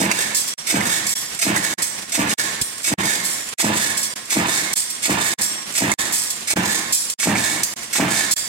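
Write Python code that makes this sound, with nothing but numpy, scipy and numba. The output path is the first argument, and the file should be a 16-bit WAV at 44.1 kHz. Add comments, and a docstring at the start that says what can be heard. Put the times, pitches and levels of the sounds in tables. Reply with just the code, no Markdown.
"""Heavy blows thud and clang 83 times a minute: a punch press stamps steel strip in a hard-walled workshop.
Each turn of the crank: the feeder clacks, the punch thuds through the frame, the die clangs, the strip shakes
free and a stamped part drops jingling on the heap. Showers of clicks excite coloured noise bands and ringing modes;
motors and gears are shaped noise. A two-port microphone turns towards the press; its gain control ducks
under the blows, and the sound cuts out every 0.6 s."""
import sys
import numpy as np
from scipy import signal
from scipy.fft import rfft, irfft, next_fast_len
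from scipy.io import wavfile
from scipy.ndimage import uniform_filter1d, map_coordinates
from numba import njit

SR = 44100
rng = np.random.default_rng(int(sys.argv[2]) if len(sys.argv) > 2 else 0)


def generate_wav(sig):
    """Save sig (samples, or channels by samples) to the path in sys.argv[1] as 16-bit PCM at SR."""
    pcm = np.round(np.clip(np.atleast_2d(sig).T, -1, 1) * 32767).astype(np.int16)
    wavfile.write(sys.argv[1], SR, pcm)


N = 373968

# Clear modes of a stamped part. Each row: pitch in Hz, level in dB, t60 in seconds.
PART_MODES = [(3354, -9, .4), (4765, -2, .45), (5588, 1, .5), (6234, -4, .3), (7172, 1, .5), (7500, -1, .3),
              (8180, 0, .5), (8721, 0, .5), (8985, -3, .4), (9755, -6, .35), (11710, -7, .2)]
# Dense, quickly damped resonances of a part. Each row: frequency in Hz, spectrum level in dB per Hz.
PART_COLOUR = [(500, -43), (2000, -9), (3500, 2.5), (5500, 6.5), (7600, 10), (8900, 11.5), (10000, 3.5),
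               (11700, 6), (13000, -2), (16000, -7.5)]
# Dense resonances of the strip. Each row: frequency in Hz, spectrum level in dB per Hz.
STRIP_COLOUR = [(200, -4.5), (550, 10), (1050, 2), (1400, 9.5), (1950, 15.5), (2700, 5.5), (3500, 11.5),
                (5500, 10), (7500, 16), (9000, 11.5), (11000, 7.5), (16000, -4.5)]
FORCE_DB = -1  # force of the punch


def undb(db):
    """Decibels to gain."""
    return 10 ** (np.asarray(db) / 20)


def unit(x):
    """Scale to unit energy, averaged over the channels."""
    return x / np.sqrt(np.mean(np.sum(x ** 2, axis=-1)))


def gains(points, size):
    """A (Hz, dB) outline as gains on the bins of a transform."""
    hz, db = np.transpose(points)
    bins = np.log(np.fft.rfftfreq(size, 1 / SR) + 1)
    return undb(np.interp(bins, np.log(hz), db))


def colour(x, points):
    """Shape a sound by a spectrum, keeping the power of white noise."""
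    size = next_fast_len(x.shape[-1] + 4096)
    g = gains(points, size)
    g = g / np.sqrt(np.mean(g ** 2))
    return irfft(rfft(x, size) * g, size)[..., :x.shape[-1]]


def fade(t, t60):
    """Exponential decay by 60 dB in t60 seconds."""
    return np.exp(-np.log(1000) * t / t60)


def ping(hz, t60):
    """One decaying mode."""
    t = np.arange(SR // 10) / SR
    return fade(t, t60) * np.sin(2 * np.pi * hz * t)


def add(track, s, sound):
    """Mix a sound into a track at a time in seconds."""
    i = int(s * SR)
    a, b = max(i, 0), min(i + len(sound), N)
    if b > a:
        track[a:b] += sound[a - i:b - i]


def wander(per_s):
    """Smooth random drift through a new level per_s times a second, of spread about 1.35."""
    step = int(SR / per_s)
    levels = np.repeat(rng.standard_normal(N // step + 1), step)
    return 1.65 * uniform_filter1d(levels, step)[:N]


def waver(x, depth_s=.00003, per_s=120):
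    """Loose steel touches and lets go as it rings; a drifting delay roughens its high modes."""
    # depth_s is the delay per unit of drift
    return map_coordinates(x, [np.arange(N) + depth_s * SR * wander(per_s)], order=3)


def diffuse(size):
    """Noise from all round: long waves reach both ports alike, short ones unrelated."""
    mid, side = rfft(rng.standard_normal((2, size)))
    apart = np.clip(np.fft.rfftfreq(size, 1 / SR) / 620, 0, 1)
    ports = mid + np.array([[1], [-1]]) * apart * side
    return irfft(ports / np.sqrt(1 + apart ** 2), size)


def rattle(seconds, rate=2200, swell=0.38, scatter_db=4, size=12000):
    """Steel chattering on steel: a first contact, then a shower of uneven clicks that swells and dies."""
    # rate in clicks per second; swell in rattle times; the energy falls e-fold in one rattle time
    chance, lot, sign = rng.random((3, size))
    age = np.arange(size) / SR / max(seconds, 1e-4)
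    strength = undb(-scatter_db * np.log(np.maximum(lot, .03)))
    clicks = (chance < rate / SR) * np.sign(sign - .5) * strength
    clicks = clicks * np.exp(-age / 2) * (1 - np.exp(-age / swell))
    clicks[0] = 1
    return unit(clicks)


def ring(modes, detune=0, mix_db=0, size=20000):
    """A body's free ringing: a sum of decaying modes at random weights, neighbours starting opposed."""
    hz, db, t60 = np.transpose(modes)[:, :, None]
    t = np.arange(size) / SR
    off, stronger = rng.standard_normal((2, *hz.shape))
    sign = (-1) ** np.arange(len(hz))[:, None]
    level = sign * undb(db + mix_db * stronger) / np.sqrt(t60)  # dB sets the energy, not the onset
    tones = np.sin(2 * np.pi * hz * (1 + detune * off) * t)
    return unit(np.sum(level * fade(t, t60) * tones, axis=0))


def body(clicks, points, modes, ring_db):
    """Clicks sound a body's dense resonances at once and leave its clear modes ringing."""
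    ringing = signal.oaconvolve(clicks, ring(modes))[:N]
    return colour(clicks, points) + undb(ring_db) * waver(ringing)


def port_lag_ms(s):
    """The turning microphone: how late the left port hears the press at a time."""
    # Each row: time in seconds, lag of the left port in ms.
    bearing = [(0, 0.347), (3.2, 0.35), (4, 0.21), (6.2, 0.27), (7.1, 0.048), (8.5, -0.05)]
    return np.interp(s, *np.transpose(bearing))


def workshop(x, near_db, hall_db, size=48000):
    """Direct sound, scatter from floor and machines, then the long tail of the hall."""
    near_t60_s, hall_t60_s, treble_t60_s = 0.044, 0.98, 0.41
    t, now = np.arange(size) / SR, np.arange(N)
    lag = port_lag_ms(now / SR) * SR / 1000
    direct = np.array([map_coordinates(x, [now - lag], order=3), x])
    near = unit(diffuse(size) * fade(t, near_t60_s) * (t > .001))
    air = diffuse(size)
    low = signal.sosfilt(signal.butter(2, 4000, fs=SR, output="sos"), air)
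    high = signal.sosfilt(signal.butter(2, 4000, "high", fs=SR, output="sos"), air)
    # the sign lets the two bands meet without a notch at the crossover
    tail = low * fade(t, hall_t60_s) - high * fade(t, treble_t60_s)
    tail = unit(tail * (1 - np.exp(-t / 0.0053)))
    room = undb(near_db) * near + undb(hall_db) * tail
    echoes = signal.oaconvolve(x[None], room, axes=1)[:, :N]
    return (direct + echoes) / np.sqrt(1 + undb(near_db) ** 2 + undb(hall_db) ** 2)


def strokes():
    """The moments at which the punch meets the strip: once on every turn of the flywheel."""
    first_s, turn_s, count = .0151, .72567, 12
    return first_s + turn_s * np.arange(count)


def crank(blows, level_db, slack_s, uneven_db, rate, swell):
    """The crank repeats the same blows on every turn, give or take the play in its joints."""
    track = np.zeros(N)
    for s in strokes():
        for after, seconds, db in blows:
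            late, harder = rng.standard_normal(2)
            gain = undb(level_db + db + uneven_db * harder)
            add(track, s + after + slack_s * late, gain * rattle(seconds, rate, swell))
    return track


def shop(level_db=-36.5, flutter_db=2):
    """Motor, flywheel and gears rumble on between the blows as shaped noise, never quite even."""
    # Each row: frequency in Hz, spectrum level in dB per Hz.
    shop_colour = [(40, -6), (100, -5), (210, 3.5), (420, -1), (1100, -0.5), (2100, 1), (3500, -0.5),
                   (8000, -1), (11000, -4), (16000, -22)]
    rumble = colour(diffuse(next_fast_len(N))[:, :N], shop_colour)
    return undb(level_db + flutter_db * wander(50)) * rumble  # flutter in dB per unit of drift


def settle(per_s=14, clink_db=-9, uneven_db=3):
    """Loose parts on the shaking heap clink faintly at random."""
    chance, size = rng.random(N), rng.standard_normal(N)
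    clinks = (chance < per_s / SR) * undb(clink_db + uneven_db * size)
    return body(clinks, PART_COLOUR, PART_MODES, ring_db=2)


def squeals(t60=0.09):
    """The sliding strip rubs on its guides: noise makes one mode or another sing out."""
    # Each row: start in seconds, length in seconds, pitch in Hz, level in dB.
    squeal_list = [(0.885, 0.046, 2210, -35), (1.574, 0.34, 1930, -37), (2.98, .13, 2190, -26),
                   (4.66, 0.028, 2166, -27), (5.23, 0.076, 2220, -29), (6.712, 0.19, 1090, -35),
                   (7.418, .18, 2230, -34)]
    track = np.zeros(N)
    for s, seconds, hz, db in squeal_list:
        size = int(seconds * SR)
        rub = rng.standard_normal(SR)[:size] * np.hanning(size) ** .5
        song = unit(signal.fftconvolve(rub, ping(hz, t60)))
        add(track, s, undb(db) * np.sqrt(size) * song)  # longer squeals carry more energy
    return workshop(track, near_db=2, hall_db=-8.5)


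def bumps():
    """Dull low bumps that come with some landings, the same at both ports: clicks shaped to the bass."""
    # Each row: start in seconds, level in dB.
    bump_list = [(1.829, -7), (2.617, 2.5), (2.6245, 0), (5.42, -10), (7.64, -8), (8.336, -4)]
    # Each row: frequency in Hz, spectrum level in dB per Hz.
    bump_colour = [(70, 8), (200, 1), (500, -9), (2000, -58)]
    track = np.zeros(N)
    for s, db in bump_list:
        add(track, s, undb([db]))
    return colour(track, bump_colour)


def heap(gain_db=28, ring_db=-4, contact_db=16, detune=0.00206, count=2):
    """A stamped part ticks on the heap and bounces; each knock stirs the parts' modes in a new mixture."""
    # Parts landing after the strokes. Each row: start in seconds, level in dB, rattle time in seconds.
    landings = [(0.347, -4, 0.024), (1.066, -13, 0.0045), (1.8212, -8, 0.011), (2.6138, -9.5, 0.0043),
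                (3.239, -10, 0.051), (3.971, -10.5, 0.014), (4.7315, -4, 0.019), (5.412, -6.5, 0.017),
                (6.1242, -5.5, 0.04), (6.925, -2, 0.025), (7.633, -5, 0.0034), (8.3105, -2, 0.0073)]
    # Further bounces and slips. Each row: start in seconds, level in dB, rattle time in seconds.
    bounces = [(.476, -17, 0.0061), (1.085, -8.5, 0.037), (4.028, -12, 0.012), (4.769, -8, 0.017),
               (4.899, -19.5, 0.0065), (6.299, -17, 0.0076), (7.098, -15, .0046), (8.326, -6, 0.029)]
    # The bright first touch. Each row: frequency in Hz, spectrum level in dB per Hz.
    contact_colour = [(1500, -35), (6500, 3), (16000, 0)]
    contacts, ticks, rings = np.zeros((3, N))
    for s, db, _ in landings:
        add(contacts, s, undb(db + contact_db) * rattle(0.0017, rate=5000, swell=.1))
    for s, db, seconds in landings + bounces:
        for _ in range(count):  # overlapping parts share the gain
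            clicks = undb(db + gain_db) * rattle(seconds, rate=990, swell=0.068) / np.sqrt(2 * count)
            add(ticks, s, clicks)
            add(rings, s, signal.fftconvolve(clicks, ring(PART_MODES, detune, mix_db=4 * np.sqrt(2))))
    jingle = colour(ticks, PART_COLOUR) + undb(ring_db) * waver(rings, depth_s=.00002, per_s=150)
    touch = workshop(colour(contacts, contact_colour), near_db=-6, hall_db=7)
    return workshop(jingle + settle(), near_db=11.5, hall_db=0.5) + touch


def feeder():
    """Feed rollers clack and pull the strip; steel clanks as the feed hits its stop and the punch bites."""
    # Roller clacks. Each row: seconds after the stroke, rattle time in seconds, level in dB.
    feed_blows = [(-.073, 0.0088, 10.3), (-.056, 0.0094, 10), (-.046, 0.011, 18.1), (-.006, 0.019, 13)]
    # Stop and bite. Each row: seconds after the stroke, rattle time in seconds, level in dB.
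    clank_blows = [(-.0405, 0.0014, 6.8), (.001, 0.019, 14.4)]
    # Ringing of the feeder. Each row: pitch in Hz, level in dB, t60 in seconds.
    feed_modes = [(689.3, 3.5, 0.39), (1880, 1.5, 0.056), (7450, -8, 0.074)]
    # Dense resonances of the feeder. Each row: frequency in Hz, spectrum level in dB per Hz.
    feed_colour = [(200, -37), (1100, -2), (1900, 9), (3200, 4), (5000, 7), (7000, 10), (8700, 10.5),
                   (10000, 0), (12500, 0), (16000, -11)]
    # Tone of the clanks. Each row: frequency in Hz, spectrum level in dB per Hz.
    clank_colour = [(500, -10), (1050, -1), (2050, 2), (5000, -19)]
    blows = crank(feed_blows, FORCE_DB, slack_s=.002, uneven_db=1.5, rate=2000, swell=.4)
    clanks = crank(clank_blows, FORCE_DB, slack_s=.001, uneven_db=1, rate=1500, swell=.3)
    clack = body(blows, feed_colour, feed_modes, ring_db=-14.5)
    clank = colour(clanks, clank_colour)
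    return workshop(clack, near_db=5.5, hall_db=-4.0) + workshop(clank, near_db=-1.5, hall_db=-2)


def snaps(cycles=26, ring_db=16):
    """Hard break-throughs: a short yelp of steel at its own pitch, and a bright click along the strip."""
    # Each row: start in seconds, level in dB, pitch in Hz, bright click above that level in dB.
    snap_list = [(.1145, -1.5, 2750, 22), (.8066, -5.5, 2049, 13), (1.563, 1.5, 1965, 12),
                 (2.312, -10, 2947, 17), (5.9164, -2, 2155, 19), (7.3552, -4, 2280, 5.5)]
    yelps, clicks = np.zeros((2, N))
    t = np.arange(SR // 20) / SR
    for s, db, hz, bright_db in snap_list:
        snap = rattle(0.0015)
        tone = fade(t, cycles / hz) * np.sin(2 * np.pi * hz * t)
        add(yelps, s, undb(db + ring_db) * unit(signal.fftconvolve(snap, tone)))
        add(clicks, s, undb(db + bright_db) * snap)
    return workshop(yelps + colour(clicks, STRIP_COLOUR), near_db=0.5, hall_db=-7.5)


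def die_and_strip(shiver_db=-2, guard_db=-12):
    """The die set clangs shut; the strip shivers as it is pulled off the punch and sets the guards ringing."""
    # Die clangs. Each row: seconds after the stroke, rattle time in seconds, level in dB.
    die_blows = [(-.045, 0.01, 2.8), (-.012, 0.038, 7.8), (.018, 0.022, 7.3), (.043, 0.016, 11.3),
                 (.081, 0.0049, 10.1), (.115, 0.041, 7.4), (.22, 0.059, 3.6)]
    # Strip shivers. Each row: seconds after the stroke, rattle time in seconds, level in dB.
    strip_blows = [(.085, 0.0077, 8.4), (.108, 0.016, 18.8), (.152, 0.033, 23.3), (.2, 0.033, 2.9)]
    # Ringing of the die set. Each row: pitch in Hz, level in dB, t60 in seconds.
    die_modes = [(544, -4, .15), (692, 0, .15), (1013, -1, .35), (1068, -1, .4), (1200, -3, .3)]
    # Sheet-metal guards shaken by the strip. Each row: pitch in Hz, level in dB, t60 in seconds.
    guard_modes = [(1075, 0, .25), (1690, -2, .15), (1785, -1, .12), (1890, 0, .15), (2114, -3, .14),
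                   (2226, 0, .25)]
    # Dense resonances of the die set. Each row: frequency in Hz, spectrum level in dB per Hz.
    die_colour = [(100, -13), (350, 0), (400, -6.5), (570, 3), (800, -2.5), (1020, 3.5), (1400, -1),
                  (2000, -2), (3000, -4.5), (5000, -15), (15000, -68)]
    die = crank(die_blows, FORCE_DB, slack_s=.003, uneven_db=1.5, rate=400, swell=.4)
    strip = crank(strip_blows, shiver_db, slack_s=.005, uneven_db=1.5, rate=900, swell=.7)
    guards = undb(guard_db) * signal.oaconvolve(strip, ring(guard_modes))[:N]
    clang = body(die, die_colour, die_modes, ring_db=-11.0)
    shiver = body(strip, STRIP_COLOUR, PART_MODES, ring_db=-14.5)
    return workshop(clang + shiver, near_db=1.5, hall_db=-3.5) + workshop(guards, near_db=-9, hall_db=-2.0)


def frame(knock_hz=230, knock_s=0.0021, knock_db=-9, facing_db=4.5, shade_db_per_ms=8):
    """The cast frame springs back in a short knock as the punch breaks through, then shudders."""
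    # Shudders. Each row: seconds after the stroke, rattle time in seconds, level in dB.
    frame_blows = [(-.012, 0.0043, 1.5), (.001, 0.00045, 10.5), (.022, 0.0057, 10.5), (.05, 0.0034, 3.5),
                   (.08, 0.0098, -1), (.115, 0.0061, 2), (.21, 0.022, 0), (.28, 0.01, -13)]
    # Ringing of the frame. Each row: pitch in Hz, level in dB, t60 in seconds.
    frame_modes = [(101.7, -9.5, 0.27), (122.7, -4, 0.34), (180.9, -3.5, 0.2), (207.6, 1, 0.22),
                   (326, -11, 0.11)]
    # Dense resonances of the frame. Each row: frequency in Hz, spectrum level in dB per Hz.
    frame_colour = [(45, -36), (75, -8), (140, -9.5), (210, -4), (320, 2), (400, -9.5), (560, -4),
                    (900, -8), (2500, -42)]
    t = np.arange(SR // 10) / SR
    swell = 2 * (t / knock_s) ** 2 * np.exp(-t / knock_s)  # peaks near 1
    spring = undb(knock_db + FORCE_DB) * swell * np.sin(2 * np.pi * knock_hz * t)
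    knock = np.zeros(N)
    for s in strokes():
        add(knock, s - knock_s, spring)
    blows = crank(frame_blows, FORCE_DB, slack_s=0.00045, uneven_db=1.0, rate=350, swell=1.16)
    shudder = body(blows, frame_colour, frame_modes, ring_db=-2)
    thud = knock + workshop(shudder, near_db=-5.0, hall_db=-8.5)
    # the thud is weaker the further the microphone is turned away
    return thud * undb(facing_db - shade_db_per_ms * port_lag_ms(np.arange(N) / SR))


def scene():
    """The whole press in its workshop, louder at the right port, which faces the machine."""
    # Each row: frequency in Hz, left minus right in dB.
    port_balance = [(200, 0), (380, -1.5), (700, -2), (1300, -4.5), (2400, -7), (4400, -4.5), (8000, -5.5),
                    (15000, 0)]
    sound = shop() + squeals() + bumps() + heap() + feeder() + snaps() + die_and_strip() + frame()
    size = next_fast_len(N)
    tilt = np.sqrt(gains(port_balance, size))  # half of the difference on each port
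    return irfft(rfft(sound, size) * np.array([tilt, 1 / tilt]), size)[:, :N]


def gaps(drop_db=-18, close_s=0.0053, open_s=0.0017):
    """The sound cuts out at a steady beat: it drops at once, sinks away and returns on a short ramp."""
    # Beats whose gap is short, counted from 0.
    short_beats = (1, 6, 7, 10, 12, 13)
    first_s, every_s, count = .5395, .6, 14
    long_s, short_s = 0.042, 0.015
    growth = 0.0012  # the gaps lengthen slowly, s per s
    t, gain = np.arange(N) / SR, np.ones(N)
    for k in range(count):
        age = t - first_s - k * every_s
        length = (short_s if k in short_beats else long_s) + growth * k * every_s
        closing = np.where(age < 0, 1, undb(drop_db) * np.exp(-np.abs(age) / close_s))
        opening = .5 + .5 * np.tanh((age - length) / (2 * open_s))
        gain = gain * np.maximum(closing, opening)
    return uniform_filter1d(gain, size=40)


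@njit
def follow(x, attack, release):
    """An envelope that rises fast and falls slowly."""
    out, e = np.empty(len(x)), 0.
    for i in range(len(x)):
        e += (x[i] - e) * (attack if x[i] > e else release)
        out[i] = e
    return out


def record(dry, drive_db=2, knee_db=-13, ratio=2.44, attack_s=0.00058, release_s=0.091,
           bass_cut_hz=45, top_hz=16000):
    """The microphone thins deep bass, gain control ducks under blows, gaps cut in, peaks round off, top is cut."""
    heard = signal.sosfilt(signal.butter(2, bass_cut_hz, "high", fs=SR, output="sos"), dry)
    louder_port = undb(drive_db) * np.abs(heard).max(axis=0)
    envelope = follow(louder_port, 1 / (attack_s * SR), 1 / (release_s * SR))
    gain = undb(drive_db) * np.maximum(envelope / undb(knee_db), 1) ** (1 / ratio - 1)
    rounded = np.tanh(heard * gain * gaps())
    return signal.sosfilt(signal.ellip(10, .2, 80, top_hz, fs=SR, output="sos"), rounded)


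dry = scene()
out = record(dry)
generate_wav(out)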